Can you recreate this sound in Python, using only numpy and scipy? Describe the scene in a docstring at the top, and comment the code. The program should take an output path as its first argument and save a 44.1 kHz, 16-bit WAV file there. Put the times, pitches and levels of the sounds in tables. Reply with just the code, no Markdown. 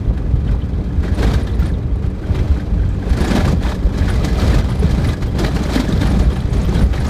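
"""Inside a four-wheel drive, fast on a corrugated dirt road; one microphone behind the windscreen.
All around, the road makes the cab boom and its panels drum, and ruts thud through the suspension.
Close by, loose trim and gear rattle, clatter and squeak, most on the rough stretches, where grit
sprays under the floor. Tyre and air rush and a faint engine hum run on in the background."""
import sys
import numpy as np
from scipy import signal
from scipy.fft import rfft, irfft
from scipy.io import wavfile
from scipy.ndimage import uniform_filter1d, minimum_filter1d

SR = 44100
rng = np.random.default_rng(int(sys.argv[2]) if len(sys.argv) > 2 else 0)


def persist_wave(psi):
    """Save psi, clipped to +-1, as 16-bit WAV."""
    counts = np.round(np.clip(psi, -1, 1) * 32767).astype(np.int16)
    wavfile.write(sys.argv[1], SR, np.atleast_2d(counts).T)


N = 312669
TIME = np.arange(N) / SR
# bright spectrum of small hard contacts, for grit and gear: f/Hz, level/dB
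BRIGHT_SPECTRUM = [(1500, -23.5), (2800, -7.5), (3300, -0.5), (4000, 1), (5000, -2.5), (6500, -7.5),
                   (8000, -10), (10000, -14), (12500, -17.5), (15500, -23.5)]


def cab_boom(throb):
    """Dips in the road heave the shell on its springs, and the air around the microphone booms."""
    # spectrum of the cab air: f/Hz, level/dB
    spectrum = [(12, -39), (20, -21), (27, -9.5), (34, -9.5), (41, -10), (49, 4), (60, 0), (74, -2.5),
                (88, -7), (115, -7.5), (150, -13.5), (220, -54.5), (500, -120)]
    # dips in the road: t/s, length/s, level/dB
    dips = [(0.06, 0.084, -25), (0.17, 0.46, -22), (1.18, 0.2, -14), (1.45, 0.31, -34), (2.3, 0.24, -19),
            (2.73, 0.16, -15), (3.09, 0.24, -24), (3.37, 0.23, -18), (3.98, 0.41, -17.5),
            (4.42, 0.18, -12.5), (4.68, 0.2, -23.5), (5.02, 0.079, -16), (5.24, 0.57, -23.5),
            (5.93, 0.34, -17.5), (6.38, 0.67, -19.5), (6.95, 0.16, -24)]
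    boom = steady(colour(rng.standard_normal(N), spectrum), 0.069) * from_db(0.5 * throb)
    heave = np.sqrt(from_db(-20) ** 2 + stretches(dips))
    return boom * heave


def panel_drumming(drum_db, throb):
    """The road shakes the shell and its panels drum, louder on rough ground."""
    # spectrum of the panels: f/Hz, level/dB
    spectrum = [(60, -36.5), (100, -11), (130, 0), (190, 1.5), (230, -1.5), (270, -7.5), (320, -10),
                (420, -10.5), (520, -14), (750, -22), (1000, -27.5), (2000, -61.5), (6000, -110)]
    drumming = steady(colour(contacts(per_s=1500, spread_db=2.2), spectrum), 0.057)
    return drumming * from_db(-22 + 0.52 * drum_db + 2 * throb)


def rut_thuds():
    """Deep ruts thud up through the suspension."""
    # blows from the ruts: t/s, level/dB, f/Hz
    ruts = [(0.075, -8, 51), (0.327, -11.5, 66), (0.366, -12, 64), (0.488, -12, 59), (0.528, -14, 58.3),
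            (0.729, -11.5, 74), (0.975, -8.5, 72), (1.114, -11, 78.4), (1.202, -13, 58.4), (1.34, -8, 67),
            (1.505, -16, 68.6), (1.589, -8.5, 60), (1.64, -9, 67), (1.722, -12, 69), (1.85, -12, 72),
            (1.92, -12, 57.6), (2.069, -13.5, 49), (2.19, -13.5, 55), (2.303, -10, 71), (2.405, -8.5, 58),
            (2.502, -3, 62.5), (2.713, -11, 63), (2.926, -16, 58.5), (3.105, -4.5, 59), (3.204, -9, 56),
            (3.268, -15, 54.7), (3.437, -11, 69), (3.64, -8.5, 59.4), (3.844, -7, 55), (4.008, -10, 67),
            (4.172, -6, 56.7), (4.493, -6.5, 65.6), (4.635, -11.5, 72), (4.79, -11.5, 71.4),
            (4.848, -8, 69.5), (4.928, -6.5, 60.3), (5.238, -9.5, 56.3), (5.366, -15, 63), (5.937, -10, 62),
            (6.101, -10.5, 58.3), (6.195, -7, 56.6), (6.268, -3.5, 62), (6.579, -8, 64.5), (6.657, -7, 60),
            (6.743, -11, 61.5), (6.829, -4, 60.4), (6.906, -11, 69)]
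    return knocks(ruts, gain_db=11.5, rise_s=0.011, decay_s=0.015)


def wheel_bumps():
    """A wheel hits a bump and a panel rings."""
    # blows from the bumps: t/s, level/dB, f/Hz
    bumps = [(0.334, -2, 123), (0.504, -8, 124), (0.976, -15, 135), (0.99, -20, 296), (1.048, -20, 373),
             (1.233, -15, 283), (1.333, -11, 150), (1.623, -9, 139), (1.64, -20, 323), (1.717, -11, 148),
             (1.845, -8, 119), (2.038, -11, 134), (2.213, -18.5, 316), (2.34, -19, 364), (2.377, -18, 362),
             (2.572, -13.5, 145), (2.579, -21, 291), (2.72, -13, 196), (3.07, -17, 408), (3.173, -15, 358),
             (3.206, -7, 172), (3.236, -17.5, 306), (3.268, -11.5, 323), (3.352, -16, 273),
             (3.528, -3, 163), (3.988, -14.5, 274), (4.237, -9, 152), (4.239, -12.5, 307),
             (4.479, -5, 163.4), (4.526, -18, 300), (4.557, -7, 138), (4.667, -14, 181),
             (4.824, -10.5, 427), (4.841, -1.5, 159), (4.938, -22, 286), (4.982, -6, 146),
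             (5.059, -14, 263), (5.065, -3.5, 129), (5.286, -13, 116), (5.381, -10, 157), (5.396, -9, 350),
             (5.446, -8, 152), (5.541, -8, 175), (5.598, -17.5, 315), (5.837, -15, 305), (5.756, -4.5, 261),
             (5.794, -5.5, 250), (5.906, -13, 330), (5.933, -6, 152), (6.01, -10.5, 280), (6.045, -4, 127),
             (6.089, -9.5, 193), (6.109, -12, 288), (6.166, -4.5, 194), (6.262, -7, 146),
             (6.344, -9.5, 174), (6.514, -9, 120), (6.628, -10.5, 158), (6.685, -5.5, 144),
             (6.687, -14, 370), (6.754, -5.5, 173), (6.809, -9.5, 220), (6.822, -9, 174)]
    return knocks(bumps, gain_db=3, rise_s=0.0048, decay_s=0.011)


def trim_rattle(rough_db, shake):
    """Trim near the microphone chatters in time with the ridges; small hard things jangle along."""
    force = contacts(per_s=8000, spread_db=1.13) * from_db(1.6 * shake + 0.5 * drift(40))
    force += from_db(-9.5) * jangle(count=5000, decay_s=0.0057, spread_db=3.5)
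    chatter = cab_tail(loose_parts(force, ring_db=-9, swing_db=7), wet_db=-13)
    return steady(chatter, 0.033) * from_db(-32 + rough_db)


def gear_clatter():
    """Thrown gear lands in a flurry of contacts and chatters to rest; the body answers with a knock."""
    # landings: t/s, level/dB, bright part against that level/dB
    landings = [(0.172, -24, -8), (0.4824, -28, -12), (0.519, -28, -9), (1.031, -18.5, -11),
                (1.221, -10, -5), (1.24, -17, -8), (1.334, -13.5, 1.5), (1.372, -24, -12), (1.468, -21, -3),
                (2.046, -33, -8), (2.345, -16.5, -20), (2.385, -20.5, -15), (3.1266, -20, 1),
                (3.168, -18, 1), (3.202, -14.5, 3), (3.242, -10.5, -5), (3.278, -18, -3), (3.31, -15, -2),
                (3.355, -13.5, 0), (3.376, -15, -8), (3.398, -11.5, -11), (3.447, -11, -6), (3.477, -17, 3),
                (3.659, -13.5, -17), (3.676, -26, -4), (3.714, -16, -14), (3.743, -30, 11),
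                (3.9793, -20.5, 3.5), (4.081, -13.5, -4), (4.135, -22, 4), (4.243, -18, 8.5),
                (4.394, -20, -8), (4.417, -16, -2), (4.495, -9, -4), (4.539, -13, -2), (4.9063, -29, 14.5),
                (5.085, -20, -3), (5.26, -24, 0), (5.221, -15, -2.5), (5.387, -12, 4), (5.441, -11, -4),
                (5.462, -18, -7), (5.48, -22, 1), (5.546, -22.5, 6), (5.561, -15.5, -1), (5.63, -19, 2),
                (5.656, -22, 2), (5.72, -20, 5), (5.751, -9.5, 0.5), (5.796, -14, 5), (5.835, -20, -13),
                (6.009, -13.5, 2.5), (6.029, -18.5, -10), (6.055, -13.5, -8), (6.1, -20, -8),
                (6.14, -20, -10), (6.192, -24, 6), (6.316, -20, -13), (6.357, -17.5, -11),
                (6.528, -21, 1.5), (6.686, -25.5, 4), (6.7361, -28, 6), (6.748, -23, -3), (6.809, -15, -11),
                (6.8354, -34, 6), (6.93, -12, -25), (6.95, -33, 11), (6.975, -24, -8), (7.045, -18, -1)]
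    times, dull_db, bright_db = np.transpose(landings)

    def flurry(db):
        """Each landing and its quieter settling, spread over 10 ms."""
        hit = bursts(times, db, rise_s=0.0055, decay_s=0.0071)
        settle = bursts(times, db - 19, rise_s=0.0071, decay_s=0.018)
        return uniform_filter1d(hit + settle, int(0.01 * SR) + 1)

    force = contacts(per_s=6000, spread_db=2.4) * flurry(dull_db)
    dull = loose_parts(force, ring_db=-5, swing_db=3)
    bright_force = contacts(per_s=9000, spread_db=1.8) * flurry(dull_db + bright_db)
    bright = colour(bright_force, BRIGHT_SPECTRUM)
    knock = from_db(21.5) * hollow_body(force)
    return from_db(-9) * cab_tail(dull + knock + bright, wet_db=-9.5)


def gear_jostle(rough_db, shake):
    """Heavier gear keeps knocking against the body, most of all on the ridges."""
    force = contacts(per_s=900, spread_db=2.9) * from_db(1.5 * shake)
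    return steady(hollow_body(force), 0.036) * from_db(-31 + rough_db)


def part_taps():
    """A small part rings briefly with a close pair of partials, buzzing against its seat."""
    # single taps and clinks: t/s, f/Hz, level/dB
    taps = [(0.173, 1550, -35), (0.476, 3090, -35), (0.487, 1510, -32), (0.543, 824, -31),
            (0.617, 3080, -36), (0.732, 3100, -45), (1.036, 1550, -29), (1.078, 1550, -28),
            (1.228, 1590, -19), (1.185, 1590, -29), (1.27, 1630, -28), (1.31, 1160, -25),
            (1.344, 1564, -23), (1.385, 1590, -34), (1.47, 3620, -34), (1.495, 3320, -37),
            (1.622, 1400, -25.5), (1.656, 3250, -38), (1.738, 3620, -38.5), (1.956, 770, -32),
            (2.04, 1545, -36), (2.237, 1525, -31.5), (2.388, 1680, -31), (2.564, 1470, -29),
            (2.596, 1600, -33), (2.795, 1560, -36), (2.833, 1580, -31), (3.025, 1570, -31),
            (3.09, 1510, -32), (3.133, 1590, -34), (3.149, 1560, -33), (3.174, 1510, -22),
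            (3.197, 1650, -29), (3.213, 1650, -26), (3.245, 1610, -38), (3.316, 1480, -27),
            (3.375, 1710, -20), (3.402, 1470, -26), (3.449, 1650, -29), (3.478, 1160, -19),
            (3.647, 990, -21), (3.672, 1280, -32), (3.683, 3220, -29), (3.716, 980, -24),
            (4.019, 1690, -24.5), (4.08, 1493, -22), (4.092, 3190, -28), (4.099, 1520, -21),
            (4.244, 2000, -25), (4.421, 1360, -27), (4.529, 1670, -23), (4.62, 1550, -29),
            (4.703, 1206, -26), (5.048, 2010, -25), (5.898, 1470, -30), (6.079, 1550, -26),
            (6.19, 1190, -26), (5.445, 1896, -19.5), (5.562, 2790, -31), (5.566, 1695, -25),
            (5.773, 1730, -21), (6.013, 3700, -25), (6.026, 1610, -25), (6.06, 780, -22), (6.145, 780, -29),
            (6.77, 1500, -26), (6.808, 1223, -25.5), (6.976, 1850, -25)]
    out, buzz = np.zeros(N), 0.97 * drift(380)
    for s, hz, db in taps:
        span = slice(int(s * SR), int(s * SR) + SR // 10)
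        phase = 2 * np.pi * hz * (TIME[span] - s)
        ring = np.sin(phase + buzz[span]) + from_db(-8.5) * np.sin(1.11 * phase - buzz[span])
        out[span] += bursts([s], [db + 5.5], rise_s=0.0024, decay_s=0.0061)[span] * ring
    return out


def trim_squeaks():
    """Trim sticks and slips for a few milliseconds with a high, scratchy chirp."""
    # rubs: t/s, f/Hz, level/dB, resonance width/Hz
    rubs = [(1.15, 9200, -37.5, 600), (1.436, 9570, -41, 700), (1.516, 9800, -53, 600),
            (1.555, 9200, -47, 700), (1.6, 13890, -39, 260), (1.665, 9150, -38, 700),
            (1.699, 9400, -48, 500), (2.356, 9180, -47, 600), (3.098, 9900, -40, 800),
            (3.217, 9560, -33, 600), (3.25, 9500, -34, 800), (3.281, 6650, -29, 1100),
            (4.104, 9500, -30.5, 1200), (4.706, 9800, -38, 800), (4.754, 9750, -41, 700),
            (4.798, 9900, -35, 700), (5.076, 9700, -34, 700), (5.286, 13830, -46, 300),
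            (5.637, 6650, -30, 1100), (6.029, 9250, -43, 700), (6.073, 10150, -36, 600),
            (6.105, 9830, -36, 700), (6.236, 9400, -39, 600), (6.337, 10100, -41, 500),
            (6.374, 9280, -41, 500), (6.41, 9500, -44, 700), (6.507, 9200, -42, 700),
            (6.536, 6400, -34, 500), (6.546, 9550, -42, 600), (6.583, 9550, -41, 500),
            (6.618, 6700, -35, 600), (6.635, 9200, -39, 700), (6.653, 13700, -40, 700),
            (6.694, 6250, -35, 700), (6.75, 9520, -39, 500), (6.819, 9500, -33, 500),
            (7.005, 9450, -36, 600), (7.07, 6600, -31.5, 700), (7.081, 9550, -38, 596)]
    out = np.zeros(N)
    for s, hz, db, width in rubs:
        span = slice(max(int((s - 0.04) * SR), 0), int((s + 0.04) * SR))
        age = TIME[span] - s
        rasp = resonance(rng.standard_normal(len(age)), hz, width)
        chirp = resonance(rasp, hz, width) + from_db(-2) * rasp
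        out[span] += from_db(db - 5) * steady(chirp, 0.0058) / np.cosh(age / 0.0033)
    return cab_tail(out, wet_db=-13)


def grit_spray(rough_db, shake, fall_s=0.083):
    """Gravel flung off the tyres ticks and pings under the floor, trailing on after each bad patch."""
    thrown = from_db(rough_db) ** 2
    pole, late_share = np.exp(-1 / (fall_s * SR)), from_db(-7.5) ** 2
    still_flying = signal.lfilter([1 - pole], [1, -pole], thrown)
    spray_db = 10 * np.log10((thrown + late_share * still_flying) / (1 + late_share))
    force = contacts(per_s=10000, spread_db=4.4) * from_db(2.05 * shake + 0.27 * drift(35))
    force += from_db(-9) * jangle(count=3000, decay_s=0.0026, spread_db=7)
    ticks = cab_tail(colour(force, BRIGHT_SPECTRUM), wet_db=-12)
    return steady(ticks, 0.097) * from_db(-38 + 1.36 * spray_db)


def stone_strikes():
    """A single stone cracks on the underbody with a short, broad ring."""
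    # strikes: t/s, f/Hz, level/dB
    strikes = [(1.956, 9000, -48), (2.101, 8500, -49), (2.89, 7430, -44), (2.943, 7400, -52),
               (3.17, 7180, -34), (3.476, 7450, -35), (3.634, 3600, -29), (3.979, 6720, -37),
               (4.247, 6000, -27), (4.354, 3420, -27), (4.399, 3740, -21.5), (4.417, 3900, -26),
               (4.865, 3300, -33), (5.089, 3530, -23), (5.393, 4200, -26), (5.447, 3800, -22.5),
               (5.464, 3900, -22), (5.757, 4000, -35), (5.975, 3740, -27.5), (6.403, 3600, -33.5),
               (5.889, 6540, -32), (5.925, 3510, -27), (6.191, 6580, -34), (6.836, 10060, -36)]
    out, age = np.zeros(N + SR // 20), TIME[:SR // 20]
    shape = rise_and_decay(age, rise_s=0.0015, decay_s=0.003)
    for s, hz, db in strikes:
        noise, start = rng.standard_normal(len(age)), int(s * SR)
        ring = resonance(resonance(noise, hz, 0.42 * hz), hz, 0.42 * hz)
        crack = unit_power(ring + from_db(-24) * noise)
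        out[start:start + len(age)] += from_db(db + 6) * crack * shape
    return cab_tail(out[:N], wet_db=-7)


def panel_drone():
    """The rolling tyres keep a few panel resonances sounding evenly."""
    # droning panels: f/Hz, width/Hz, level/dB
    modes = [(184.5, 15, -31.5), (290.2, 36.4, -34), (395, 35, -39.5)]
    out, noise = np.zeros(N), rng.standard_normal(N)
    for hz, width, db in modes:
        ring = resonance(resonance(noise, hz, width), hz, width)
        out += from_db(db - 2.5) * steady(ring, 0.047)
    return out


def engine_hum():
    """The engine's low firing harmonics at a steady cruise, wavering with the load."""
    # firing rate: t/s, f/Hz
    firing = [(0, 91.9), (0.7, 93.8), (1.3, 92), (1.8, 95.9), (2.3, 97), (3, 93.85), (7.09, 91.9)]
    # harmonics: multiple of the firing rate, level/dB
    harmonics = [(1, -31.5), (2, -39.5), (3, -41.5)]
    firing_hz = curve(firing) * (1 + 0.0075 * drift(6))
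    phase = 2 * np.pi * np.cumsum(firing_hz) / SR
    return sum(from_db(db + 2) * (1 + 0.61 * drift(3.6)) * np.sin(k * phase) for k, db in harmonics)


def tyre_and_air_rush():
    """Tyres and passing air make an even noise behind everything else."""
    # spectrum of the rush inside the cab: f/Hz, level/dB
    spectrum = [(150, -9.5), (250, 1.5), (287, -7.5), (347, -8.5), (420, -0.5), (520, -6.5), (700, -24),
                (1000, -16), (1250, -16), (2100, -30.5), (2700, -29.5), (3900, -39), (6000, -59),
                (15000, -55)]
    return from_db(-39) * colour(rng.standard_normal(N), spectrum)


def washboard(ridge_hz=23.02):
    """Uneven ridges throw the wheels up: a quick rise and slower fall each time, spread 1."""
    ridges = np.cumsum(ridge_hz * np.exp(0.25 * drift(11.82))) / SR
    heights = rng.uniform(0.4, 1, 1000)
    kick = heights[ridges.astype(int) % len(heights)] * np.exp(-2.5 * (ridges % 1))
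    kick = uniform_filter1d(kick, size=400)
    return unit_power(kick - kick.mean())


def roughness(patches):
    """How hard the road shakes the vehicle, in dB: the plain surface plus its bad patches."""
    # road between the patches: t/s, roughness/dB (0 is heavy corrugation)
    surface = [(0, -14.5), (0.9, -13.5), (1.5, -10.5), (1.87, -16), (2.15, -15), (2.35, -7.5), (2.7, -12.5),
               (2.95, -12), (3.4, -12.5), (3.87, -9.5), (4.2, -2.5), (4.95, -8), (5.31, -10.5), (5.6, -2),
               (6.25, -4), (6.47, -8.5), (6.87, -10), (7.09, -1.5)]
    patch_power = stretches(patches, attack_s=0.0071, release_s=0.016)
    return 10 * np.log10(from_db(curve(surface)) ** 2 + patch_power)


def stretches(rows, attack_s=0.0048, release_s=0.0067):
    """Power of stretches of road that build up, hold and die away as the wheels cross them."""
    power = np.zeros(N)
    for s, length, db in rows:
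        rise = 1 - np.exp(-np.maximum(TIME - s, 0) / attack_s)
        fall = np.exp(-np.maximum(TIME - s - length, 0) / release_s)
        power += (from_db(db) * rise * fall) ** 2
    return power


def knocks(blows, gain_db, rise_s, decay_s):
    """Each blow sets the shell or a panel ringing for a few cycles."""
    out = np.zeros(N)
    for s, db, hz in blows:
        out += bursts([s], [db + gain_db], rise_s, decay_s) * np.sin(2 * np.pi * hz * (TIME - s))
    return out


def loose_parts(force, ring_db, swing_db):
    """Contacts excite the trim; each loose part joins in more or less from moment to moment."""
    # ringing parts: f/Hz, width/Hz, level/dB
    modes = [(1224, 67, 3), (1510, 33, -3.5), (1692, 110, 6), (1970, 77, 2.5), (3210, 104, 9.5),
             (3800, 390, 4.5)]
    # spectrum of the trim: f/Hz, level/dB
    spectrum = [(350, -18), (700, 3.5), (950, 0.5), (1150, 0), (1350, -0.5), (1680, -3), (1950, -4.5),
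                (2400, -3), (2800, -10.5), (3300, -12), (4500, -15.5), (8000, -28.5), (15000, -59)]
    rings = sum(resonance(force, hz, width) * from_db(db + swing_db * drift(19))
                for hz, width, db in modes)
    return colour(force + from_db(ring_db) * rings, spectrum)


def hollow_body(force):
    """The hollow body knocks at its low resonances."""
    # body resonances: f/Hz, width/Hz, level/dB
    modes = [(366, 28, 5), (468, 52, 5), (584, 70, 3.5), (769, 33, -3)]
    return sum(resonance(force, hz, width) * from_db(db) for hz, width, db in modes)


def jangle(count, decay_s, spread_db):
    """Screws, clips and stones each ring once with two unrelated partials; unit power."""
    out, age = np.zeros(N + SR // 10), TIME[:SR // 30]
    shape = rise_and_decay(age, 0.001, decay_s)
    for when, weight, *pitches in rng.random((count, 4)):
        hz, start = 450 + 8000 * np.array(pitches) ** 1.5, int(when * N)
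        sizes = from_db(-spread_db * np.log(weight + 0.16)) * hz ** (1 / 6)
        out[start:start + len(age)] += shape * (sizes @ np.sin(2 * np.pi * np.outer(hz, age)))
    return unit_power(out[:N])


def contacts(per_s, spread_db):
    """Random tiny impacts of uneven size, unit power."""
    sizes = from_db(spread_db * np.minimum(rng.exponential(1, N), 4)) * rng.choice([-1, 1], N)
    return unit_power(sizes * (rng.random(N) < per_s / SR))


def cab_tail(x, wet_db, t60_s=0.16):
    """The small padded cab adds a short dense tail on the way to the microphone."""
    age, wet = TIME[:SR // 6], from_db(wet_db)
    tail = rng.standard_normal(len(age)) * from_db(-60 * age / t60_s) * (age > 0.002)
    reflections = signal.fftconvolve(x, tail / np.linalg.norm(tail))[:N]
    return (x + wet * reflections) / np.hypot(1, wet)


def bursts(times, levels_db, rise_s, decay_s):
    """An envelope that jumps at each blow and dies away."""
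    envelope = np.zeros(N)
    for s, db in zip(times, levels_db):
        start = max(int(s * SR), 0)
        age = TIME[:min(N - start, SR // 4)]
        envelope[start:start + len(age)] += from_db(db) * rise_and_decay(age, rise_s, decay_s)
    return envelope


def rise_and_decay(age, rise_s, decay_s):
    """The envelope of one blow."""
    return (1 - np.exp(-age / rise_s)) * np.exp(-age / decay_s)


def resonance(x, hz, width_hz):
    """Two-pole resonance with gain 1 at its peak."""
    r = np.exp(-np.pi * width_hz / SR)
    gain, poles = (1 - r * r) / 2, [1, -2 * r * np.cos(2 * np.pi * hz / SR), r * r]
    return signal.lfilter([gain, 0, -gain], poles, x + 1e-18)


def colour(x, spectrum, size=16384):
    """Minimum-phase filter with the given spectrum and unit power gain."""
    hz, db = np.transpose(spectrum)
    grid_hz = np.maximum(np.arange(size // 2 + 1) * SR / size, 1)
    gains = from_db(np.interp(np.log(grid_hz), np.log(hz), db))
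    cepstrum = irfft(np.log(gains))
    cepstrum[1:size // 2] *= 2  # fold onto positive times: nothing sounds before its cause
    cepstrum[size // 2 + 1:] = 0
    response = irfft(np.exp(rfft(cepstrum)))
    return signal.fftconvolve(x, response / np.linalg.norm(response))[:N]


def steady(x, seconds):
    """Hold the power at 1 over the given time, keeping the faster grain."""
    size = max(int(seconds * SR), 2)
    power = uniform_filter1d(uniform_filter1d(x ** 2, size), size)
    return x / np.sqrt(np.abs(power) + 1e-12)


def drift(rate_hz):
    """Smooth random wander with spread 1."""
    hop, run_in = 40, 2000
    r = np.exp(-2 * np.pi * rate_hz * hop / SR)
    noise = rng.standard_normal(N // hop + run_in + 2)
    slow = signal.lfilter([1], [1, -2 * r, r * r], noise)[run_in:]
    return np.interp(np.arange(N) / hop, np.arange(len(slow)), unit_power(slow))


def curve(points):
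    """Join (time, value) points with straight lines."""
    return np.interp(TIME, *np.transpose(points))


def unit_power(x):
    """Scale to a mean square of 1."""
    return x / np.sqrt(np.mean(x ** 2) + 1e-20)


def from_db(db):
    """Decibels to gain."""
    return 10 ** (np.asarray(db) / 20)


def scene():
    """The mix behind the windscreen; the roughness of the road drives panels, trim and grit alike."""
    # bad patches: t/s, length/s, roughness/dB, extra drumming/dB (more on ridges, less on stones)
    patches = [(0.194, 0.3, -38, 18), (0.46, 0.072, -12.5, 7), (1.02, 0.071, -7, -5),
               (1.11, 0.31, -7.5, -3), (1.17, 0.15, -1.5, 2.5), (1.582, 0.11, -7, 0),
               (2.021, 0.036, -10.5, -13), (2.335, 0.073, -10.5, 4), (2.43, 0.19, -13.5, 1),
               (3.01, 0.096, -9.5, 2), (3.072, .1, -6, -4), (3.172, 0.36, -2, 4), (3.273, 0.11, 2, 8.5),
               (3.605, 0.12, -2.5, -12), (3.93, 0.19, -6.5, -2), (4.21, 0.095, -5, -3), (4.362, 0.24, 0, 2),
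               (4.678, 0.034, -3.5, -15), (4.798, 0.21, -5, 1.5), (5.008, 0.13, -1.5, -14),
               (5.343, 0.073, -6.5, 8), (5.38, 0.059, -0.5, 0), (5.688, 0.1, 1, -2),
               (5.878, 0.047, -5.5, 11), (6.014, 0.12, -5.5, 3), (6.128, 0.14, -14, 17),
               (6.519, 0.21, -6.5, 2.5), (6.717, 0.11, -2.5, 7.5), (6.922, 0.12, -9.5, -15)]
    # smooth moments that quieten the shell: t/s, length/s, strength/dB (0 takes up to 3 dB off)
    lulls = [(0.83, 0.035, -4), (2.1, 0.18, 0), (2.59, 0.097, -3.5), (2.99, 0.056, 4), (4.62, 0.04, -2),
             (5.14, 0.065, 6), (6.87, 0.11, 2)]
    rough_db = roughness([(s, length, db) for s, length, db, _ in patches])
    drum_db = roughness([(s, length, db + extra_db) for s, length, db, extra_db in patches])
    shake, throb = washboard(), drift(21.5)
    shell = (cab_boom(throb) + panel_drumming(drum_db, throb)) / np.sqrt(1 + stretches(lulls))
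    shell += rut_thuds() + wheel_bumps() + gear_jostle(rough_db, shake)
    loose = trim_rattle(rough_db, shake) + grit_spray(rough_db, shake)
    loose += gear_clatter() + part_taps() + trim_squeaks() + stone_strikes()
    background = tyre_and_air_rush() + panel_drone() + engine_hum()
    return (shell + loose + background)[None]


def record(dry):
    """After the microphone, a limiter holds the biggest swings down and the top is cut."""
    ceiling, cutoff_hz = 0.72, 15400
    allowed_gain = np.minimum(1, ceiling / (np.abs(dry) + 1e-9))
    gain = uniform_filter1d(minimum_filter1d(allowed_gain, size=600), size=600)
    low_pass = signal.ellip(12, 0.1, 90, cutoff_hz, fs=SR, output="sos")
    return signal.sosfilt(low_pass, dry * gain)


dry = scene()
out = record(dry)
persist_wave(out)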